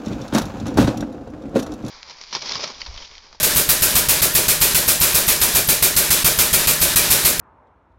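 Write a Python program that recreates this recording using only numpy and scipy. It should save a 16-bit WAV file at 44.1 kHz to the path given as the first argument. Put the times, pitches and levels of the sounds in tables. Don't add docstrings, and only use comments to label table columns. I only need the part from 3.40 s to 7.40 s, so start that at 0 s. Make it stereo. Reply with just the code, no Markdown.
import sys
import numpy as np
from scipy import signal
from scipy.fft import rfft, irfft
from scipy.io import wavfile
from scipy.ndimage import uniform_filter1d

SR = 44100
rng = np.random.default_rng(int(sys.argv[2]) if len(sys.argv) > 2 else 0)


def log_audio(samples):
    frames = np.atleast_2d(samples).T
    limited = np.clip(frames, -1, 1)
    pcm = np.round(limited * 32767).astype(np.int16)
    wavfile.write(sys.argv[1], SR, pcm)


N = 176400
LEAD_S = .25
M = N + round(LEAD_S * SR)
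TIME_S, HZ = np.arange(M) / SR - LEAD_S, np.fft.rfftfreq(M, 1 / SR)

# start in seconds, then stroke, leak and whistle gains in dB.
STROKES = [(-0.101, 3, -4.5, -17), (0.0296, -2, -0.5, -2), (0.16, -0.6, -9.5, 4), (0.2901, -1, -5, -4),
           (0.4211, -1.1, -1, 2), (0.553, -0.7, -6, -3), (0.6857, -0.5, -1, -21), (0.8188, -1.6, -8, -10),
           (0.9505, -0.5, -3, 3), (1.082, -1.3, -7.5, -11), (1.2131, -0.0, -0.5, -3),
           (1.3462, -1.3, -4, -5), (1.4789, -0.5, -8.5, -1), (1.6115, -0.0, 0, 6), (1.7457, -0.6, -3.5, 2),
           (1.8796, -0.8, -5, 1), (2.014, -1, -2, 5), (2.1492, -0.5, -9.5, 2), (2.2865, -0.3, -7, 5),
           (2.4241, 0.1, -7, -7), (2.564, -0.2, -1.5, 0), (2.704, -0.7, -0.5, -3), (2.8458, 0.5, -4.5, -25),
           (2.9872, -0.2, -4, 2), (3.1299, 0.0, 0, -6), (3.2719, -0.5, -4.5, -13), (3.4149, -0.5, -0.5, 5),
           (3.5589, 0, 0.5, -15), (3.7028, 0.5, -0.5, -1), (3.8485, 0.4, -6, 2), (3.9941, -1.5, 0, -10)]


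def exhaust(level_db=-9, ahead_s=.0021, rise_s=.0039, hold_s=.018, fall_db_per_s=207.5):
    # frequency in Hz, relative density in dB.
    jet_spectrum = [(100, -9.5), (400, -11), (750, -9), (1400, -6), (3000, -4.5), (4100, -1.5), (6500, -2),
                    (9500, 0.1), (12200, 1.5), (14000, 0.5), (16000, -3.5)]
    # centre in Hz, width in Hz, lift in dB.
    port_modes = [(1403, 43, 2), (2600, 160, 0.5), (2680, 100, 2), (4460, 200, 0), (4700, 53, -2.5),
                  (9250, 200, 0)]
    flow, t = np.zeros(M), np.arange(SR // 4) / SR
    blast = np.minimum(t / rise_s, 1) * amp(-fall_db_per_s * np.maximum(t - hold_s, 0))
    for start_s, stroke_db, _, _ in STROKES:
        add(flow, start_s - ahead_s, amp(stroke_db) * blast)
    return amp(level_db) * turbulence(jet_spectrum, port_modes, flow)


def leak(level_db=-17, delay_s=.034, rise_s=.04, stop_ahead_s=.0062, fall_db_per_s=34.5):
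    # frequency in Hz, relative density in dB.
    leak_spectrum = [(100, -6), (400, -0.5), (750, -5), (1500, -1), (2500, -0.5), (4000, 2), (7000, 0),
                     (12500, 0.5), (14000, -3.5), (16000, -10.5)]
    # centre in Hz, width in Hz, lift in dB.
    motor_modes = [(976, 55, 6.5), (1563, 29, 6.5), (1530, 40, -2.5), (1980, 54, -1), (2350, 50, 4),
                   (2460, 90, 3), (3830, 150, 1.5)]
    flow = np.zeros(M)
    for start_s, _, leak_db, _, period_s in cycles():
        t = np.arange(0, period_s - delay_s - stop_ahead_s, 1 / SR)
        add(flow, start_s + delay_s, np.minimum(t / rise_s, 1) * amp(leak_db - fall_db_per_s * t))
    return amp(level_db) * turbulence(leak_spectrum, motor_modes, flow)


def turbulence(spectrum, modes, flow, flutter_db=1.43, wet_db=-1, directions=3):
    lift_db = sum(db / (1 + (2 * (HZ - hz) / width_hz) ** 2) for hz, width_hz, db in modes)
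    spectra = rfft(rng.standard_normal((directions, M))) * amp(log_interp(spectrum, HZ) + lift_db)
    flutter = unit_rms(uniform_filter1d(rng.standard_normal(M), size=60))
    flow = flow * amp(flutter_db * flutter)
    coherence = .17 + .83 * diffuse_coherence()
    direct = unit_rms(irfft(stereo(spectra, coherence), M)) * flow
    wet = sum(room(spray * flow) for spray in unit_rms(irfft(spectra, M))) / np.sqrt(directions)
    return (direct + amp(wet_db) * wet) / np.hypot(1, amp(wet_db) / 2)


def whistle(level_db=-19, ahead_s=.0071, width_s=.0037, wet_db=-5):
    # centre in Hz, half-width in Hz, relative level in dB.
    bands = [(13030, 150, 1), (11700, 450, -4)]
    gain = sum(amp(db) / np.sqrt(half_hz) / (1 + ((HZ - hz) / half_hz) ** 4) for hz, half_hz, db in bands)
    envelope = sum(amp(db) * gaussian(start_s - ahead_s, width_s) for start_s, _, _, db in STROKES)
    tone = unit_rms(irfft(rfft(rng.standard_normal((2, M))) * gain, M)) * envelope
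    return amp(level_db) * (tone + amp(wet_db) * room(tone[0]))


def thump(pulse_db=-17.5, pulse_s=.0013, push_db=-33, push_s=.0057, spread_db=1, wet_db=-1.5):
    # frequency in Hz, level in dB, T60 in seconds.
    boom_modes = [(37.8, -40, .25), (127, -36, .25), (160.3, -34, 0.43)]
    pulses, push, boom = np.zeros((3, M))
    ringing = ring(boom_modes, np.arange(SR // 2) / SR)
    for start_s, stroke_db, _, _ in STROKES:
        db = stroke_db + spread_db * rng.standard_normal()
        pulses -= amp(pulse_db + db) * gaussian(start_s, pulse_s)
        push -= amp(push_db + db) * (1 - ((TIME_S - start_s) / push_s) ** 2) * gaussian(start_s, push_s)
        add(boom, start_s, amp(db) * ringing)
    pressure = pulses + push + boom + amp(wet_db) * room(pulses)
    high_pass = HZ ** 4 / (HZ ** 4 + 21 ** 4)
    return irfft(rfft(pressure) * high_pass, M)


def piston(blow_db=-21, width_s=.00044, spread_db=2, wet_db=-1.5):
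    # time as a fraction of the cycle, gain in dB.
    knocks = [(.055, -2.5), (.295, 2)]
    # frequency in Hz, level in dB, T60 in seconds.
    frame_modes = [(325.4, -38.5, .2), (423.3, -37, 0.27), (500, -49, 0.067), (573, -43, .18),
                   (637.5, -36, 0.25), (957, -42, 0.2)]
    blows, rings = np.zeros((2, M))
    t = np.arange(SR // 3) / SR
    ringing = ring(frame_modes, t)
    u = t / width_s - 3
    blow = u * np.exp(.5 - .5 * u ** 2)
    for start_s, stroke_db, _, _, period_s in cycles():
        for fraction, knock_db in knocks:
            force = amp(stroke_db + knock_db + spread_db * rng.standard_normal())
            knock_s = start_s + fraction * period_s
            add(blows, knock_s, force * amp(blow_db) * blow)
            add(rings, knock_s, force * ringing)
    return blows + rings + amp(wet_db) * room(blows)


def gulp(level_db=-28, delay_s=.02, rise_s=.027, t60_s=.22, glide_s=.03966, wet_db=-9):
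    gulps, t = np.zeros(M), np.arange(SR // 8) / SR
    glide_hz = np.interp(t, [0, glide_s], [271.4, 609])
    attack = np.sqrt(np.minimum(t / rise_s, 1))
    envelope = attack * amp(level_db - 60 * np.maximum(t - rise_s, 0) / t60_s)
    for start_s, stroke_db, _, _ in STROKES:
        detune = 1 + .025 * rng.standard_normal()
        phase = 2 * np.pi * np.cumsum(glide_hz) * detune / SR
        add(gulps, start_s + delay_s, amp(stroke_db) * envelope * np.sin(phase))
    return gulps + amp(wet_db) * room(gulps)


def cylinder_glides(wet_db=-4):
    # start and end as fractions of the cycle, start and end pitch in Hz,
    # width in Hz, level in dB.
    glides = [(0.023, .36, 2540, 2314, 70, -29), (.28, .92, 1440, 1903, 70, -36)]
    tones = np.zeros(M)
    for start_s, stroke_db, _, _, period_s in cycles():
        for begin, end, from_hz, to_hz, width_hz, level_db in glides:
            progress = np.linspace(0, 1, round((end - begin) * period_s * SR))
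            pole = np.exp(-np.pi * width_hz / SR)
            noise = rng.standard_normal((2, SR // 4))
            wander = unit_rms(signal.lfilter([1], [1, -pole], noise))[:, -len(progress):]
            phase = 2 * np.pi * np.cumsum(from_hz + (to_hz - from_hz) * progress) / SR
            tone = wander[0] * np.cos(phase) + wander[1] * np.sin(phase)
            arch = 2 * np.sqrt(progress * (1 - progress))
            add(tones, start_s + begin * period_s, amp(stroke_db + level_db) * arch * tone)
    return tones + amp(wet_db) * room(tones)


def dip_gain(width_s=.0019):
    # centre in seconds, gain at the centre in dB.
    dips = [(0.6821, -9), (0.813, -10), (1.0778, -3), (1.3428, -4), (1.7386, -5), (2.2825, -2),
            (2.4203, -1), (2.5596, -3), (2.7005, -4), (2.839, -16), (3.2685, -4.5), (3.5543, -7),
            (3.9907, -7)]
    return amp(sum(db * gaussian(centre_s, width_s) for centre_s, db in dips))


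def room(source, predelay_s=.003, slot_samples=16):
    # frequency in Hz, T60 in seconds.
    decay = [(60, 0.57), (500, 0.32), (2000, 0.25), (6000, 0.3), (12000, 0.08), (16000, 0.057)]
    count = SR // 2 // slot_samples
    slots = round(predelay_s * SR) + np.arange(count) * slot_samples
    arrivals = slots + rng.integers(0, slot_samples, (2, count))
    taps = np.zeros((2, SR))
    np.put_along_axis(taps, arrivals, rng.choice([-1., 1.], arrivals.shape), 1)
    hz, t, frames = signal.stft(taps, SR, nperseg=256)
    frames *= amp(-60 * t / log_interp(decay, hz)[:, None])
    tail = rfft(signal.istft(frames, SR)[1], M)
    tail /= np.sqrt(uniform_filter1d(abs(tail) ** 2, size=400, axis=1))
    response = irfft(stereo(tail, diffuse_coherence()), M)[:, :SR // 2]
    return signal.fftconvolve(source[None], response, axes=1)[:, :M]


def rumble(level_db=-38.5):
    # frequency in Hz, relative density in dB.
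    spectrum = [(15, -18), (40, -11), (150, 7), (400, -8.5), (1000, -19), (4000, -20)]
    noise = stereo(rfft(rng.standard_normal((2, M))), diffuse_coherence())
    return amp(level_db) * unit_rms(irfft(noise * amp(log_interp(spectrum, HZ)), M))


def cycles():
    periods_s = np.diff([row[0] for row in STROKES])
    return [(*row, period_s) for row, period_s in zip(STROKES, np.append(periods_s, periods_s[-1]))]


def ring(modes, t):
    return sum(amp(db - 60 * t / t60_s) * np.sin(2 * np.pi * hz * t) for hz, db, t60_s in modes)


def gaussian(centre_s, sigma_s):
    return np.exp(-.5 * ((TIME_S - centre_s) / sigma_s) ** 2)


def stereo(spectra, coherence):
    mid = np.sqrt((1 + coherence) / 2) * spectra[0]
    side = np.sqrt((1 - coherence) / 2) * spectra[1]
    return np.array([mid + side, mid - side])


def diffuse_coherence(corner_hz=1400):
    return .99 / (1 + (HZ / corner_hz) ** 3)


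def amp(db):
    return 10 ** (np.asarray(db) / 20)


def unit_rms(x):
    return x / np.sqrt(np.mean(x ** 2) + 1e-20)


def log_interp(points, hz):
    points_hz, values = np.transpose(points)
    return np.interp(np.log(hz + 1), np.log(points_hz + 1), values)


def add(mix, start_s, sound):
    part = mix[max(round((start_s + LEAD_S) * SR), 0):][:len(sound)]
    part += sound[:len(part)]


def scene():
    balance = amp([[-.45], [.45]])
    hiss = (exhaust() + leak() + cylinder_glides() + whistle()) * balance
    pump = (hiss + gulp() + piston()) * dip_gain() + thump()
    return (pump + rumble())[:, -N:]


def record(dry):
    low_pass = signal.firwin(511, 15900, window=("kaiser", 7), fs=SR)
    return signal.oaconvolve(np.clip(dry, -1, 1), low_pass[None], "same")


dry = scene()
out = record(dry)
log_audio(out)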